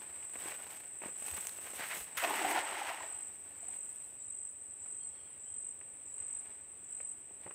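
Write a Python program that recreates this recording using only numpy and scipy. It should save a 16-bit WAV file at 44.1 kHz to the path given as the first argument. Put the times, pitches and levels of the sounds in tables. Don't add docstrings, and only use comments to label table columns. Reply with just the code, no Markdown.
import sys
import numpy as np
from scipy import signal
from scipy.fft import rfft, irfft, next_fast_len
from scipy.io import wavfile
from scipy.ndimage import map_coordinates

SR = 44100
rng = np.random.default_rng(int(sys.argv[2]) if len(sys.argv) > 2 else 0)


def store_pcm(level_fs):
    pcm = np.round(np.clip(level_fs, -1, 1) * 32767).astype(np.int16)
    wavfile.write(sys.argv[1], SR, np.atleast_2d(pcm).T)


N = 332514

# (first stroke [s], last stroke [s], level before small lifts [dB])
TRILLS = [(0.233, 0.568, -46), (1.081, 1.41, -41), (2.385, 2.713, -42), (3.001, 3.272, -39),
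          (3.583, 3.893, -39.5), (4.202, 4.494, -39.5), (4.801, 5.094, -39.5), (5.4, 5.71, -40),
          (6.06, 6.393, -38.5), (6.844, 7.117, -39)]
# (frequency [Hz], level [dB])
CRISP = [(2500, 6.5), (4500, -7.5), (7000, 1), (10000, 2), (11400, 1), (12400, 0), (13700, -0.5),
         (14600, 6), (15800, -9)]
LANDING = 2.169


def amp(db):
    return 10 ** (np.asarray(db) / 20)


def unit(x):
    return x / np.sqrt(np.mean(x ** 2) + 1e-20)


def clock():
    return np.arange(N) / SR


def wobble(rate):
    knots = rng.standard_normal(int(N * rate / SR) + 4)
    return map_coordinates(knots, [clock() * rate])


def colour(x, points):
    size = next_fast_len(len(x) + 8192)
    f, db = np.transpose(points)
    hz = np.fft.rfftfreq(size, 1 / SR)
    curve_db = np.interp(np.log(hz + 1), np.log(np.sort(f)), db, left=-120, right=-120)
    return irfft(rfft(x, size) * amp(curve_db), size)[:len(x)]


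def noise(points):
    return unit(colour(rng.standard_normal(N), points))


def add(track, s, sound):
    start = max(round(s * SR), 0)
    part = track[start:start + len(sound)]
    part += sound[:len(part)]


def swell(start, length, attack_s, release_s):
    t = clock() - start
    rise = np.clip(t / attack_s, 0, 1)
    return rise * np.exp(-np.clip((t - length) / release_s, 0, 30))


def bump(s, half_width):
    return np.exp(-np.minimum(((clock() - s) / half_width) ** 2, 30))


def crackle(points, rate, spread_db, smooth):
    count = int(rate * N / SR)
    sizes = amp(spread_db * np.minimum(rng.exponential(size=count), 3.2))
    sizes = sizes * rng.choice([-1, 1], count)
    ticks = np.bincount(rng.integers(N, size=count), sizes, N)
    return unit(unit(colour(ticks, points)) + smooth * noise(points))


def rustle():
    # (start [s], length [s], rubbing level [dB], crisp hiss level [dB])
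    moves = [(-.02, 1.47, -64, -70.5), (-.02, 0.24, -63.5, -80), (0.32, 0.47, -59, -64.5),
             (0.386, .13, -51, -57), (0.69, 0.081, -63, -62), (1.017, .05, -57, -67),
             (1.168, 0.53, -59, -59.5), (1.232, .21, -56, -55), (1.628, 0.033, -49.5, -57),
             (1.727, .28, -54.5, -54), (1.78, 0.054, -46.5, -63), (1.927, 0.062, -50, -50),
             (2.055, 0.19, -57, -67), (2.996, 1.15, -73, -73), (3.438, 0.31, -64, -74),
             (3.726, 0.31, -77, -78), (4.763, 0.11, -71, -83), (5.123, 0.29, -72, -94),
             (6.17, 0.42, -68, -83), (6.87, .15, -70.5, -79), (7.395, 0.085, -65.5, -82)]
    # (time [s], half width [s], level [dB])
    swishes = [(1.826, 0.036, -42.5), (1.92, 0.025, -40.5)]
    # (frequency [Hz], level [dB])
    rub_colour = [(59, -32), (100, -14), (142, -6), (261, -6.5), (426, -1), (508, -2.5), (594, -0.5),
                  (903, 1), (1220, -3.5), (1690, -0.5), (2240, -0.5), (4430, -14), (6500, -23.5),
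                  (8450, -45), (14300, -120)]
    # (frequency [Hz], level [dB])
    swish_colour = [(600, -8.5), (1200, -7), (1600, -4), (1900, 0.5), (2400, -3), (3100, -9), (4200, -15.5),
                    (6500, -26), (10000, -53)]
    attack_s, release_s = 0.018, 0.038
    power = 0
    for s, length, rub_db, hiss_db in moves:
        power = power + np.outer(amp([rub_db, hiss_db]), swell(s, length, attack_s, release_s)) ** 2
    rub, crisp = np.sqrt(power)
    flight = sum(amp(db) * bump(s, half_width) for s, half_width, db in swishes)
    clumps = unit(amp(2.4 * wobble(70)))
    blades = crackle(CRISP, rate=2000, spread_db=4, smooth=.9)
    scrape = rub * crackle(rub_colour, rate=800, spread_db=4.0, smooth=0.87)
    swish = amp(-0.5) * flight * crackle(swish_colour, rate=1300, spread_db=0.5, smooth=0.73)
    return swish + clumps * (scrape + amp(2.5) * crisp * blades)


def bank(x, t60=0.36):
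    t = np.arange(SR // 2) / SR
    tail = rng.standard_normal(len(t)) * amp(-60 * t / t60) * (t > .008)
    return signal.fftconvolve(x, tail / np.linalg.norm(tail))[:N]


def chorus(scatter_db=-13.0, build_s=0.16, fade_s=0.065):
    # (frequency [Hz], level [dB])
    band = [(6000, -58), (6800, -37), (7300, -16.5), (7750, -6), (8100, 3.5), (8450, -1), (8900, -11),
            (9200, -25), (9900, -60), (12000, -39)]
    # (start [s], length [s], level [dB])
    far_trills = [(.04, 0.48, -49), (.82, 1.17, -51), (2.1, 0.39, -46.5), (3.75, 0.29, -51),
                  (4.45, 0.47, -53.5), (6.25, .28, -53)]
    start_db, recede_db_per_s = -48.5, 0.3
    bed = amp(start_db - recede_db_per_s * clock())
    scattered = [(first, last - first, db + scatter_db) for first, last, db in TRILLS]
    power = bed ** 2
    for s, length, db in list(far_trills) + scattered:
        power = power + (amp(db) * swell(s, length, build_s, fade_s)) ** 2
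    flutter_hz = 52 + 6 * wobble(5.6)
    flutter = np.sin(2 * np.pi * np.cumsum(flutter_hz) / SR)
    return np.sqrt(power) * unit(noise(band) * amp(0.68 * flutter))


def small_cricket(pitch_hz=9430, chirp_rate=9, level_db=-71.5, early_db=-6):
    turn = 2 * np.pi * np.cumsum(chirp_rate + 0.426 * wobble(2.7)) / SR
    gate = np.clip(.9 + np.sin(turn), 0, 1)
    gate = gate * (1 + .3 * np.sin(5 * turn))
    clearer_db = np.interp(clock(), [3, 3.7], [early_db, 0])
    tone = noise([(pitch_hz - 450, -30), (pitch_hz, 0), (pitch_hz + 450, -30)])
    return amp(level_db + clearer_db) * unit(gate * tone)


def air():
    # (frequency [Hz], level [dB])
    wind_colour = [(15, -37), (25, -29), (81, 1), (152, -3.5), (440, -1.5), (494, -3), (882, -6),
                   (1400, -10.5), (1940, -9), (2680, -9.5), (3220, -13.5), (4450, -23.5), (6300, -27.5),
                   (8190, -47), (13900, -120)]
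    # (frequency [Hz], level [dB])
    hiss_colour = [(4000, -35), (6000, -15), (10500, 1), (12500, -5), (13700, 1), (14700, -2), (15600, 10)]
    sway = amp(.6 * wobble(2))
    return amp(-66.0) * noise(wind_colour) * sway + amp(-79) * noise(hiss_colour)


def far_engine(beat_rate=7.2, pipe_hz=86, level_db=-66):
    out, t = np.zeros(N), np.arange(-SR // 20, SR // 20) / SR
    for s in np.arange(.105, N / SR, 1 / beat_rate):
        puff = np.exp(-(t / 0.012) ** 2) * np.cos(2 * np.pi * pipe_hz * t)
        add(out, s + t[0] + rng.normal(0, 0.0061), amp(level_db + rng.normal(0, 2)) * puff)
    return out


def snap(points, t60):
    t = np.arange(SR // 20) / SR
    burst = rng.standard_normal(len(t)) * amp(-60 * t / t60)
    burst = colour(np.pad(burst, (SR // 200, 0)), points)
    return burst / np.abs(burst).max()


def steps(crack_t60=0.035, click_t60=0.0044, brighten=0.6):
    # (time [s], peak level [dB], top against body [dB])
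    cracks = [(.226, -46.5, 1), (0.356, -35.5, -11.5), (0.458, -35.5, -13), (0.494, -40, -6),
              (0.52, -36.5, -6.5), (.602, -42, -7), (1.019, -37.5, -10.5), (1.036, -32.5, -12),
              (1.046, -45, -6), (1.06, -34.5, -16.5), (1.086, -42, -18), (1.222, -42, -13),
              (1.378, -36, -10), (1.587, -40, -10.5), (1.67, -43, -3), (1.734, -41.5, -12),
              (4.859, -49, -9), (5.812, -46.5, -6.5), (7.003, -43, -6.5), (7.308, -51.5, -21),
              (7.463, -38, -16), (7.476, -42, -18), (7.509, -41.5, -10)]
    # (frequency [Hz], level [dB])
    stalk = [(59, -38), (100, -15), (449, 3.5), (828, 1.5), (1260, -2), (2760, -2.5), (4430, -40),
             (4920, -27), (6500, -27), (8450, -58), (14300, -120)]
    # (time [s], peak level [dB])
    clicks = [(.709, -40), (1.284, -31), (1.409, -30), (1.467, -35), (1.4704, -20.5), (1.4943, -30.5),
              (6.453, -52)]
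    # (time [s], peak level [dB], frequency [Hz])
    thuds = [(1.335, -49, 77.5), (2.02, -57, 58)]
    lead_colour = [(600, -24), (3000, -14), (6000, -12.5), (8500, -4), (11500, -17), (15500, -10)]  # (Hz, dB)
    out, lead_in_s = np.zeros(N), 1 / 200
    for s, db, top_db in cracks:
        tilt = brighten * (top_db + 9.5)
        tilted = [(hz, level + tilt * np.log2(hz / 1000)) for hz, level in stalk]
        add(out, s - lead_in_s, amp(db) * snap(tilted, crack_t60))
    for s, db in clicks:
        add(out, s - lead_in_s, amp(db) * snap(lead_colour, click_t60))
    t = np.arange(-SR // 40, SR // 40) / SR
    for s, db, hz in thuds:
        add(out, s + t[0], amp(db) * np.hanning(len(t)) * np.sin(2 * np.pi * hz * t))
    return out


def bush_cricket(stroke_rate=48, pitch_hz=8160, start_drop_hz=420, end_drop_hz=1100, width_s=0.0033, flick_db=-13):
    swell_db = 1
    out = np.zeros(N)
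    t = np.arange(-SR // 100, SR // 80) / SR
    sag = np.clip((t - .0015) / 0.0067, 0, None) ** 1.42
    for first, last, db in TRILLS:
        strokes = np.linspace(first, last, round((last - first) * stroke_rate) + 1)
        for k, s in enumerate(strokes):
            cold = max(1 - k / 5.36, 0)
            sharp, strong, late = rng.standard_normal(3)
            hz = pitch_hz + 22 * sharp - start_drop_hz * cold * (1 - np.minimum(sag, 1))
            hz = hz - end_drop_hz * np.minimum(sag, 1.15)
            body = amp(-7 * cold + 1.4 * strong) * np.exp(-np.abs(t / width_s) ** 1.9 / 2)
            flick = amp(flick_db) * np.exp(-((t - .0055) / 0.002) ** 2)
            level = amp(db + 1.5 + swell_db * ((s - first) / (last - first) - .5))
            tone = np.sin(2 * np.pi * np.cumsum(hz) / SR)
            add(out, s + t[0] + .0003 * late, level * (body + flick) * tone)
    return out


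def bubble(hz, cycles, rise):
    t = np.arange(SR // 20) / SR
    age = t * hz / cycles
    tone = np.sin(2 * np.pi * hz * t * (1 + rise * np.minimum(age, 2) / 2))
    return tone * amp(-30 * age) * (1 - np.exp(-t * hz * 2))


def fizz(points, low_hz, high_hz, count, cycles, rise=.12, spread_db=13):
    churn_s = 1.23
    cloud = np.zeros(N)
    for when, pitch, size in rng.random((count, 3)):
        hz = low_hz * (high_hz / low_hz) ** pitch
        s = LANDING + when * churn_s
        add(cloud, s, amp(spread_db * size) * np.sqrt(hz) * bubble(hz, cycles, rise))
    cloud = colour(cloud, points)
    return cloud / cloud[round(LANDING * SR):][:SR].std()


def landing(rim_db, mesh_db, release_s, lag_s, attack_s):
    rim_down, mesh_down = 2.59, 2.883
    settle_s = 0.018
    start = LANDING + lag_s
    rim = amp(rim_db) * swell(start, rim_down - start, attack_s, settle_s)
    mesh = amp(mesh_db) * swell(start, mesh_down - start, attack_s, release_s)
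    return np.hypot(rim, mesh)


def splash():
    # (time [s], half width [s], extra churning [dB], extra spray [dB])
    bunches = [(2.179, 0.0093, 3, 8), (2.246, 0.0084, 8, 3), (2.512, .018, 1, 8), (2.579, 0.022, 5, -1),
               (2.895, 0.027, 3.5, 5), (3.035, 0.019, 4, 1)]
    # (time [s], level before a 2.5 dB cut [dB], frequency [Hz])
    plop_list = [(2.235, -26.5, 690), (2.244, -25, 681), (2.304, -37.5, 392), (2.334, -27, 890),
                 (2.414, -39.5, 323), (2.447, -22.5, 737), (2.477, -29, 850), (2.499, -28, 778),
                 (2.573, -25, 727), (2.583, -25, 823), (2.635, -34, 847), (2.724, -33, 965),
                 (2.815, -29.5, 818), (2.899, -34.5, 730), (3.006, -35, 975), (3.039, -39.5, 632),
                 (3.629, -48, 668), (3.684, -49, 734)]
    # (frequency [Hz], level [dB])
    gulp_colour = [(110, -16), (190, -15), (260, -12), (315, -1), (400, -2), (490, -8.5), (700, -19)]
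    # (frequency [Hz], level [dB])
    bubble_colour = [(300, -31), (490, -11), (620, -3), (730, 1.5), (900, 3.5), (1100, -5), (1500, -30),
                     (3000, -47)]
    # (frequency [Hz], level [dB])
    patter_colour = [(400, -16), (900, -8.5), (1300, -2), (1600, -2), (1950, 0.5), (2300, -2.5), (2800, -3),
                     (3500, -10.5), (4700, -16.5), (7000, -18.5), (12000, -29)]
    air_lag_s = 0.049
    first_spray_db, first_spray_s = 4.5, 0.12
    churn = amp(sum(db * bump(s, half_width) for s, half_width, db, _ in bunches))
    burst = amp(sum(db * bump(s, half_width) for s, half_width, _, db in bunches))
    plunge = np.sqrt(churn) * landing(rim_db=-50.0, mesh_db=-60.5, release_s=0.25, lag_s=air_lag_s, attack_s=0.021)
    froth = churn * landing(rim_db=-41, mesh_db=-45.5, release_s=0.15, lag_s=air_lag_s, attack_s=0.013)
    patter = churn * landing(rim_db=-42.0, mesh_db=-45.0, release_s=0.15, lag_s=0, attack_s=0.0024)
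    spray = burst * landing(rim_db=-53.5, mesh_db=-60.5, release_s=0.19, lag_s=0, attack_s=.002)
    spray *= amp(first_spray_db * np.exp(-np.abs(clock() - LANDING) / first_spray_s))
    plops = np.zeros(N)
    for s, db, hz in plop_list:
        add(plops, s, amp(db - 2.5) * bubble(hz, cycles=25, rise=0.082))
    gulps = fizz(gulp_colour, 199, 526, count=450, cycles=6.5) + 0.33 * noise(gulp_colour)
    deep = amp(-.5) * plunge * gulps
    bubbles = fizz(bubble_colour, 480, 1487, count=700, cycles=12.5) + 0.35 * noise(bubble_colour)
    water = amp(-2.0) * froth * bubbles
    taps = crackle(patter_colour, rate=1100, spread_db=2.5, smooth=0.65)
    taps = taps + 0.62 * fizz(patter_colour, 895, 4460, count=1200, cycles=6)
    drops = amp(-1.5) * patter * taps
    mist = amp(2.0) * spray * crackle(CRISP, rate=1700, spread_db=4.0, smooth=0.83)
    unevenness = unit(amp(1.06 * wobble(80)))
    return deep + water + plops + (drops + mist) * unevenness


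def birds():
    # (time [s], length [s], start frequency [Hz], end frequency [Hz], level [dB], pitch waver [share])
    calls = [(4.025, 0.039, 3900, 4230, -70, .015), (4.18, .03, 4500, 4900, -73, .015),
             (4.198, .04, 3380, 4300, -66, .02), (4.257, 0.089, 4070, 3450, -73, .025),
             (4.99, 0.092, 4330, 4470, -70, .003), (5.05, .3, 4400, 4390, -76, .003),
             (5.02, 0.3, 5480, 5500, -80, .003), (4.99, 0.055, 3210, 3290, -62, 0.015),
             (5.08, 0.3, 3310, 3130, -65.5, 0.035), (5.43, 0.16, 3070, 3190, -64.5, 0.026),
             (6.08, 0.028, 5300, 4750, -71, .025)]
    syllable_rate, syllable_dip_db = 13, 5
    out, waver = np.zeros(N), wobble(160)
    for s, length, start_hz, end_hz, db, share in calls:
        hz = np.linspace(start_hz, end_hz, max(round(length * SR), 2))
        hz *= 1 + share * waver[round(s * SR):][:len(hz)]
        count = max(round(length * syllable_rate), 1)
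        syllables = np.sin(np.linspace(0, np.pi * count, len(hz))) ** 2
        level = amp(db - syllable_dip_db * (1 - syllables)) * np.sqrt(np.hanning(len(hz)))
        add(out, s, level * np.sin(2 * np.pi * np.cumsum(hz) / SR))
    out *= amp(-3.5 + 2.5 * wobble(45))
    return out + amp(-7) * bank(out, t60=.2)


def scene():
    near = bush_cricket() + steps() + splash() + rustle()
    far = chorus() + small_cricket() + birds() + far_engine() + air()
    mono = near + amp(-12) * bank(near) + far
    return np.array([mono, mono])


def record(dry):
    top_hz = 15780
    size = next_fast_len(N + 8192)
    keep = np.fft.rfftfreq(size, 1 / SR) < top_hz
    return irfft(rfft(dry, size) * keep, size)[:, :N]


dry = scene()
out = record(dry)
store_pcm(out)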